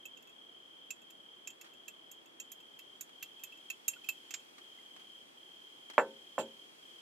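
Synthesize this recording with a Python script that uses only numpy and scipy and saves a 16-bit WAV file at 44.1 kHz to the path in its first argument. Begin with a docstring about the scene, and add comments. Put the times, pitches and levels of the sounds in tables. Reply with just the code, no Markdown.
"""A garden at dusk: a tree cricket trills with its wings, resting briefly between runs, over far
crickets, low air and a thin hiss. From the start something small and hard clicks and clinks close by,
like a handled casing; soft scuffs and two tiny squeaks come later, and the clicks stop after 4 s or so.
Near the end a hollow wooden thing is knocked twice. The house wall throws the knocks back,
and something small and loose rattles just after each."""
import sys
import numpy as np
from scipy import signal
from scipy.fft import rfft, irfft
from scipy.io import wavfile

SR = 44100
rng = np.random.default_rng(int(sys.argv[2]) if len(sys.argv) > 2 else 0)


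def master(y):
    """Save y as 16-bit WAV."""
    cut = np.clip(np.atleast_2d(y).T, -1, 1)
    pcm = np.round(cut * 32767)  # scale
    wavfile.write(sys.argv[1], SR, pcm.astype(np.int16))


N = 309130

# the near cricket's runs of wing strokes: first_stroke_s, last_stroke_s, level_db
TRILLS = [(.010, .170, -50), (.363, .872, -52), (1.05, 1.502, -53), (1.673, 2.180, -54),
          (2.398, 2.957, -53), (3.133, 3.743, -52), (3.886, 4.396, -51.5), (4.62, 5.211, -50.5),
          (5.381, 5.971, -51.5), (6.114, 6.650, -51.5), (6.835, 7.017, -50.5)]
# click cues, each with its own colour: start_s, gain_db, ping_db, body_db, sparkle_db
CLICKS = [(0.054, -42, 5, -6, -2.5), (0.172, -52.5, 4.5, 4, -6), (.224, -57.5, 1, 1, 1),
          (0.9052, -33, 1, -1, -6.5), (1.1033, -51, -5, 3, 2.5), (1.4729, -35, -1.5, -0.5, -5.5),
          (1.503, -46.5, -4, -3, -8), (1.6114, -45.5, -1.5, 7, 1), (1.8804, -41.5, 3.5, 4, 0),
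          (2.1136, -43, -11, -8, -0.5), (2.3998, -33.5, -4.5, -7, -9), (2.517, -41.5, -12, -1, 4),
          (2.7899, -51, 5, 12, 7.5), (3.0088, -34, -15, -3.5, 1.5), (3.226, -39, 3.5, 9.5, 4.5),
          (3.4355, -39, 1, 3, 6.5), (3.523, -63.5, 21, 13, 3), (3.701, -34, 6, 3.5, -0.5),
          (3.8801, -22, -6, -5, 2), (3.934, -58, 17.5, 17, -2), (4.043, -55.5, 12, 13, 2),
          (4.0879, -31.5, 9.5, 6, 6.5), (4.3068, -38.5, -6, 7, -5.5), (4.339, -28, -13, 5.5, -11)]
# ring of the casing: pitch_hz, gain_db, t60_s
CASING_MODES = [(2666, 2, 0.08), (2530, -9, 0.076), (3070, -20, 0.044), (3770, -17, 0.057),
                (5540, -15, .065), (6550, -5, 0.062), (6855, -5.5, 0.08), (7390, -1.5, 0.088),
                (9410, -17.5, 0.11), (12860, -8, 0.041), (13100, -5.5, 0.05), (13550, -4, 0.048),
                (14100, -15, 0.087), (14600, -22, .08)]
# dry snap of a click: frequency_hz, gain_db
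SNAP_EQ = [(100, -25), (600, -20.5), (1400, -12), (2500, -5), (3500, -9), (4800, -10), (6800, -2.5),
           (9000, -14.5), (10700, -9.5), (12000, -16), (13000, 1), (13900, -13), (14700, -25), (16000, -46)]
# knock cues: start_s, gain_db, low_cut_hz, high_cut_hz, rattle_db
KNOCKS = [(5.9802, -10.5, 290, 3200, -44.5), (6.3808, -18.5, 129, 1030, -39)]
# first crack of a blow: pitch_hz, gain_db, t60_s
CRACK_MODES = [(590, -1.5, 0.021), (1080, 5, 0.0063), (2150, 1.5, 0.0027)]
# slap of the crack off the house wall: delay_s, gain_db
WALL_ECHOES = [(.0028, -41), (.0135, -18), (.017, -11)]
# ring of the hollow wood: pitch_hz, gain_db, t60_s
WOOD_MODES = [(163, -26, .19), (227, -21.5, 0.44), (314, -31, 0.34), (375, -29, .23), (410, -26.5, 0.52),
              (467, -13.5, 0.14), (488, -17.5, .28), (540, -14, 0.34), (617, -8, 0.14), (751, -12, .12),
              (846, -9.5, 0.13), (910, -20.5, 0.27), (955, -18, 0.15), (1027, -18.5, .18),
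              (1170, -12, 0.065), (1313, -18.5, .12), (1380, -15, 0.13), (1530, -18, 0.2),
              (1740, -11.5, .11), (1960, -23, 0.11), (2660, -18.5, 0.11)]
# colour of the scatter round the wood: frequency_hz, gain_db
SCATTER_EQ = [(50, -23), (120, -17.5), (220, -7), (500, 0.5), (1200, -5.5), (2500, -2), (3600, -13.5),
              (6000, -23), (10000, -37), (15000, -34.5)]
# decay of that scatter: frequency_hz, t60_s
SCATTER_DECAY = [(100, 0.45), (500, 0.21), (1200, 0.17), (3000, 0.035), (12000, 0.071)]
# buzz of the small loose thing: frequency_hz, gain_db
RATTLE_EQ = [(800, -31.5), (2700, 19), (4600, 6), (5600, -2), (7500, 18), (8600, -8.5), (10100, 4),
             (11500, -14.5), (13400, 2.5), (14700, -7), (15500, -19)]
# ring of the small loose thing: pitch_hz, gain_db, t60_s
TINKLE_MODES = [(2690, -4, 0.064), (5550, -21.5, 0.11), (7450, -10, 0.33), (9300, -24, 0.12),
                (10200, -20.5, 0.13), (12880, -28, .1), (13400, -24, .08), (14400, -28, .08)]
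# scuff cues: start_s, gain_db, t60_s
SCUFFS = [(1.643, -55, 0.28), (3.093, -53, 0.034), (4.582, -48.5, 0.065), (4.963, -52, .08),
          (4.996, -57, 0.18), (5.899, -44, 0.076), (5.935, -52, 0.12)]
# colour of a soft rub: frequency_hz, gain_db
SCUFF_EQ = [(50, -34), (200, -12), (1000, -3.5), (2200, -5), (4000, -10.5), (8000, -19), (15000, -32)]
# squeak cues: middle_s, pitch_hz, level_db
SQUEAKS = [(3.968, 1445, -53.5), (4.790, 2060, -57.5)]
# far murmur of the air: frequency_hz, gain_db
AIR_EQ = [(18, -28), (30, -43), (96, -15), (225, -3.5), (247, -2), (358, 2), (393, -1.5), (439, -1.5),
          (590, -2.5), (737, -2), (1110, -4.5), (2500, -11.5), (3250, -12), (5500, -120)]
# colour of the thin hiss: frequency_hz, gain_db
HISS_EQ = [(60, -43), (400, -19), (1200, -8), (2500, 3.5), (4000, 0), (7000, -5), (10000, -9), (14000, -14),
           (16000, -23)]
# slow swell of the hiss: time_s, gain_db
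HISS_SWELL = [(0, -74.5), (2.4, -74), (4.2, -68.5), (5.4, -70.5), (7.01, -68)]
# stereo image of air, hiss, scuffs and rattle: frequency_hz, left_right_correlation (-1 to 1)
STEREO_IMAGE = [(50, -0.17), (200, 0.4), (380, 0.41), (700, -0.52), (1300, -0.53), (2400, -0.49),
                (4400, -0.43), (8000, -0.15), (15000, 0.083)]

STROKES_PER_S = 37.3


def cricket(pitch_hz=3238, soft_start_db=-1.5, soft_start_s=0.095, tire_db_per_s=1, echo_db=-6):
    """The near cricket: even runs of wing strokes; each trill starts softly, then slowly tires."""
    song = np.zeros(N)
    for first, last, trill_db in TRILLS:
        for s in np.linspace(first, last, round((last - first) * STROKES_PER_S) + 1):
            pulse = wing_stroke(pitch_hz, length_s=0.027, sag_hz=255, phase_spread=0.33)
            db = trill_db + soft_start_db * np.exp((first - s) / soft_start_s)
            db -= tire_db_per_s * (s - (first + last) / 2)
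            db += 0.35 * rng.standard_normal()
            add(song, s - len(pulse) / SR / 2, gain_of(db) * pulse)
    return panned(1) * (song + gain_of(echo_db) * garden_reverb(song, t60=0.48))


def wing_stroke(pitch_hz, length_s, sag_hz, phase_spread):
    """One wing closure: the file drives the wing at a pitch that sags as the stroke slows."""
    progress = np.linspace(0, 1, round(length_s * SR))
    pitch = pitch_hz - sag_hz * progress ** 2 + 10 * rng.standard_normal()
    grip = 1 + 0.22 * np.interp(progress, np.linspace(0, 1, 14), rng.standard_normal(14))
    turns = np.cumsum(pitch) / SR + phase_spread * rng.standard_normal()
    return grip * np.sin(np.pi * progress) ** 2 * np.sin(2 * np.pi * turns)


def clicks(snap_db=-13, snap_t60=0.071, attack_s=0.0024, punch_db=6, echo_db=-20):
    """Each click snaps and rings the casing; where it lands sets its ping, body and sparkle."""
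    out, t = np.zeros((2, N)), np.arange(8192) / SR
    hz = np.fft.rfftfreq(len(t), 1 / SR)
    body_band = curve_at([(5100, 1), (6400, 0)], hz)
    sparkle_band = curve_at([(7700, 0), (8700, 1)], hz)
    # the contact builds quickly, with extra punch at the front
    contact = (1 - np.exp(-t / attack_s)) * (1 + gain_of(punch_db) * np.exp(-t / 0.0043))
    for s, db, ping_db, body_db, sparkle_db in CLICKS + settling_ticks():
        tone = casing_ring(t, ping_db)
        snap = noise(SNAP_EQ, len(t), image=[(500, 1.0), (8000, 0.49)])
        snap *= gain_of(snap_db - 60 * t / snap_t60)
        spectrum = rfft(tone) + rfft(snap) * gain_of(body_db * body_band)
        click = irfft(spectrum * gain_of(sparkle_db * sparkle_band)) * contact
        add(out, s, gain_of(db) * panned(-6) * click[:, :len(t) // 2])
    return out + gain_of(echo_db) * garden_reverb(out.mean(0), t60=0.25)


def casing_ring(t, ping_db, gain_db=-8, ping_spread_hz=44):
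    """The casing's bright modes; the grip shifts the main ping from click to click."""
    modes = np.array(CASING_MODES)
    modes[:, 0] *= 1 + 0.0064 * rng.standard_normal(len(modes))
    modes[2:, 1] += 1.6 * rng.standard_normal(len(modes) - 2)
    modes[:2, 1] += ping_db  # the two lowest modes are the ping
    modes[0, 0] += ping_spread_hz * rng.standard_normal()
    turns = rng.random((len(modes), 1))
    ears = [ring(modes, t, turns + 0.13 * rng.standard_normal(turns.shape)).sum(0) for ear in range(2)]
    return gain_of(gain_db) * np.array(ears)


def settling_ticks(count=11, delay_s=(0.04, 0.17), gain_db=-59.5, ping_db=5):
    """The casing settles with a faint tick after randomly picked clicks: extra click cues."""
    return [(s + rng.uniform(*delay_s), gain_db - rng.random(), ping_db, 0, 0)
            for s, *_ in rng.choice(CLICKS, count, replace=False)]


def knocks(wood_db=-6):
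    """A blow cracks, slaps back off the wall and rings the wood; a rattle follows."""
    out, t = np.zeros((2, N)), np.arange(32768) / SR
    for s, db, low_cut_hz, high_cut_hz, rattle_db in KNOCKS:
        crack = (ring(CRACK_MODES, t) * [[1], [-1], [1]]).sum(0)  # middle mode in opposite polarity
        blow = panned(-5) * crack
        for delay_s, echo_db in WALL_ECHOES:
            add(blow, delay_s, gain_of(echo_db) * crack)
        wood = ring(WOOD_MODES, t, rng.random((len(WOOD_MODES), 1))).sum(0)
        blow += gain_of(wood_db) * wood * (1 - np.exp(-t / 0.002))
        blow += scatter(t)
        # a softer contact takes the treble away, and a sharp one leaves little bass
        blow = signal.lfilter(*signal.butter(2, high_cut_hz, fs=SR), blow)
        blow = signal.lfilter(*signal.butter(2, low_cut_hz, "highpass", fs=SR), blow)
        add(out, s, gain_of(db) * blow)
        add(out, s, gain_of(rattle_db) * rattle(t))
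    return out


def scatter(t, gain_db=-13):
    """Sound scattered round the wood: a noise tail whose lows hang on longest."""
    wash = noise(SCATTER_EQ, len(t), image=[(400, 1.0), (1200, 0.52), (3000, 0.18)])
    hz, age_s, bands = signal.stft(wash, SR, nperseg=256)
    decay = gain_of(-60 * age_s / curve_at(SCATTER_DECAY, hz)[:, None])
    tail = signal.istft(bands * decay, SR)[1][:, :len(t)]
    return gain_of(gain_db) * panned(-2) * tail * (1 - np.exp(-t / 0.00033))


def rattle(t, peak_s=0.019, width_s=0.025, buzz_db=-8, tinkle_db=6):
    """Something small and loose buzzes and tinkles in a quick swell just after a blow."""
    buzz = gain_of(buzz_db) * noise(RATTLE_EQ, len(t), STEREO_IMAGE)
    tinkle = gain_of(tinkle_db) * ring(TINKLE_MODES, t).sum(0)
    swell = np.minimum(t / 0.0082, 1) / np.cosh((t - peak_s) / width_s) ** 2
    return panned(-8.5) * (buzz + tinkle) * swell


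def scuffs(attack_s=0.00022):
    """Brief soft rubs: puffs of noise that start at once and die away."""
    out, t = np.zeros((2, N)), np.arange(8192) / SR
    for s, db, t60 in SCUFFS:
        envelope = gain_of(db - 60 * t / t60) * (1 - np.exp(-t / attack_s))
        add(out, s, noise(SCUFF_EQ, len(t), STEREO_IMAGE) * envelope)
    return out


def squeaks(width_s=0.005):
    """Two tiny squeaks, each a blip of pure tone."""
    t = np.arange(N) / SR
    return sum(gain_of(db) * np.exp(-((t - s) / width_s) ** 2) * np.sin(2 * np.pi * hz * t)
               for s, hz, db in SQUEAKS)


def far_crickets(pitch_hz=3265, spread_hz=300, level_db=-63, edge_db=-12, count=13):
    """A chorus blurred by distance; each cricket has its own pitch and pace, outer pitches softer."""
    song = np.zeros(N)
    for detune in np.linspace(-1, 1, count):
        first_s = rng.random() / STROKES_PER_S
        period_s = rng.uniform(0.8, 1.3) / STROKES_PER_S
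        for s in np.arange(first_s, N / SR, period_s):
            pulse = wing_stroke(pitch_hz + spread_hz * detune, 0.01714, sag_hz=202, phase_spread=1)
            add(song, s, gain_of(edge_db * abs(detune)) * pulse)
    return gain_of(level_db) * unit_rms(garden_reverb(song, t60=0.21))


def night_air(air_db=-63, hiss_lift_db=5):
    """The bed: a low far murmur of air and a thin hiss that slowly swells."""
    murmur = gain_of(air_db) * noise(AIR_EQ, N, STEREO_IMAGE)
    hiss_db = np.interp(np.arange(N) / SR, *np.transpose(HISS_SWELL)) + hiss_lift_db
    return murmur + gain_of(hiss_db) * noise(HISS_EQ, N, STEREO_IMAGE)


def garden_reverb(sound, t60, predelay_s=0.004):
    """Diffuse echoes off leaves and walls, different at each ear and as loud as the dry sound."""
    t = np.arange(SR // 2) / SR
    tail = rng.standard_normal((2, len(t))) * gain_of(-60 * t / t60) * (t > predelay_s)
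    wet = signal.fftconvolve(sound[None], tail, axes=1)[:, :N]
    return np.array([unit_rms(side) for side in wet]) * sound.std()


def ring(modes, t, turns=0):
    """Dying sines, one row for each mode; turns is the starting phase."""
    hz, db, t60 = np.transpose(modes)[:, :, None]
    return gain_of(db - 60 * t / t60) * np.sin(2 * np.pi * (hz * t + turns))


def noise(eq, size, image):
    """Stereo noise of rms 1, shaped by an EQ curve and a curve of left-right correlation."""
    hz = np.fft.rfftfreq(size, 1 / SR)
    left, independent = rfft(rng.standard_normal((2, size)))
    correlation = np.clip(curve_at(image, hz), -1, 1)
    right = correlation * left + np.sqrt(1 - correlation ** 2) * independent
    return unit_rms(irfft(np.array([left, right]) * gain_of(curve_at(eq, hz)), size))


def curve_at(points, hz):
    """Reads a curve on a log-frequency axis."""
    point_hz, value = np.transpose(points)
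    return np.interp(np.log(hz + 1), np.log(point_hz + 1), value)


def add(mix, start_s, sound):
    """Lays a sound into a mix, trimming what overhangs either end."""
    start = round(start_s * SR)
    sound = sound[..., max(-start, 0):]
    part = mix[..., max(start, 0):][..., :sound.shape[-1]]
    part += sound[..., :part.shape[-1]]


def panned(left_db):
    """Gains of the two channels for a left-minus-right level."""
    return gain_of([[left_db / 2], [-left_db / 2]])


def gain_of(db):
    return 10 ** (np.asarray(db) / 20)


def unit_rms(x):
    return x / np.sqrt(np.mean(x ** 2) + 1e-20)


def scene():
    """Crickets, the small noises close by, the knocks and the night air."""
    return cricket() + far_crickets() + clicks() + scuffs() + squeaks() + knocks() + night_air()


def record(dry):
    """A steep high cut at 15.9 kHz takes off the very top."""
    high_cut = signal.firwin(255, 15900, window=("kaiser", 8), fs=SR)
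    return signal.oaconvolve(dry, high_cut[None], "same")


dry = scene()
out = record(dry)
master(out)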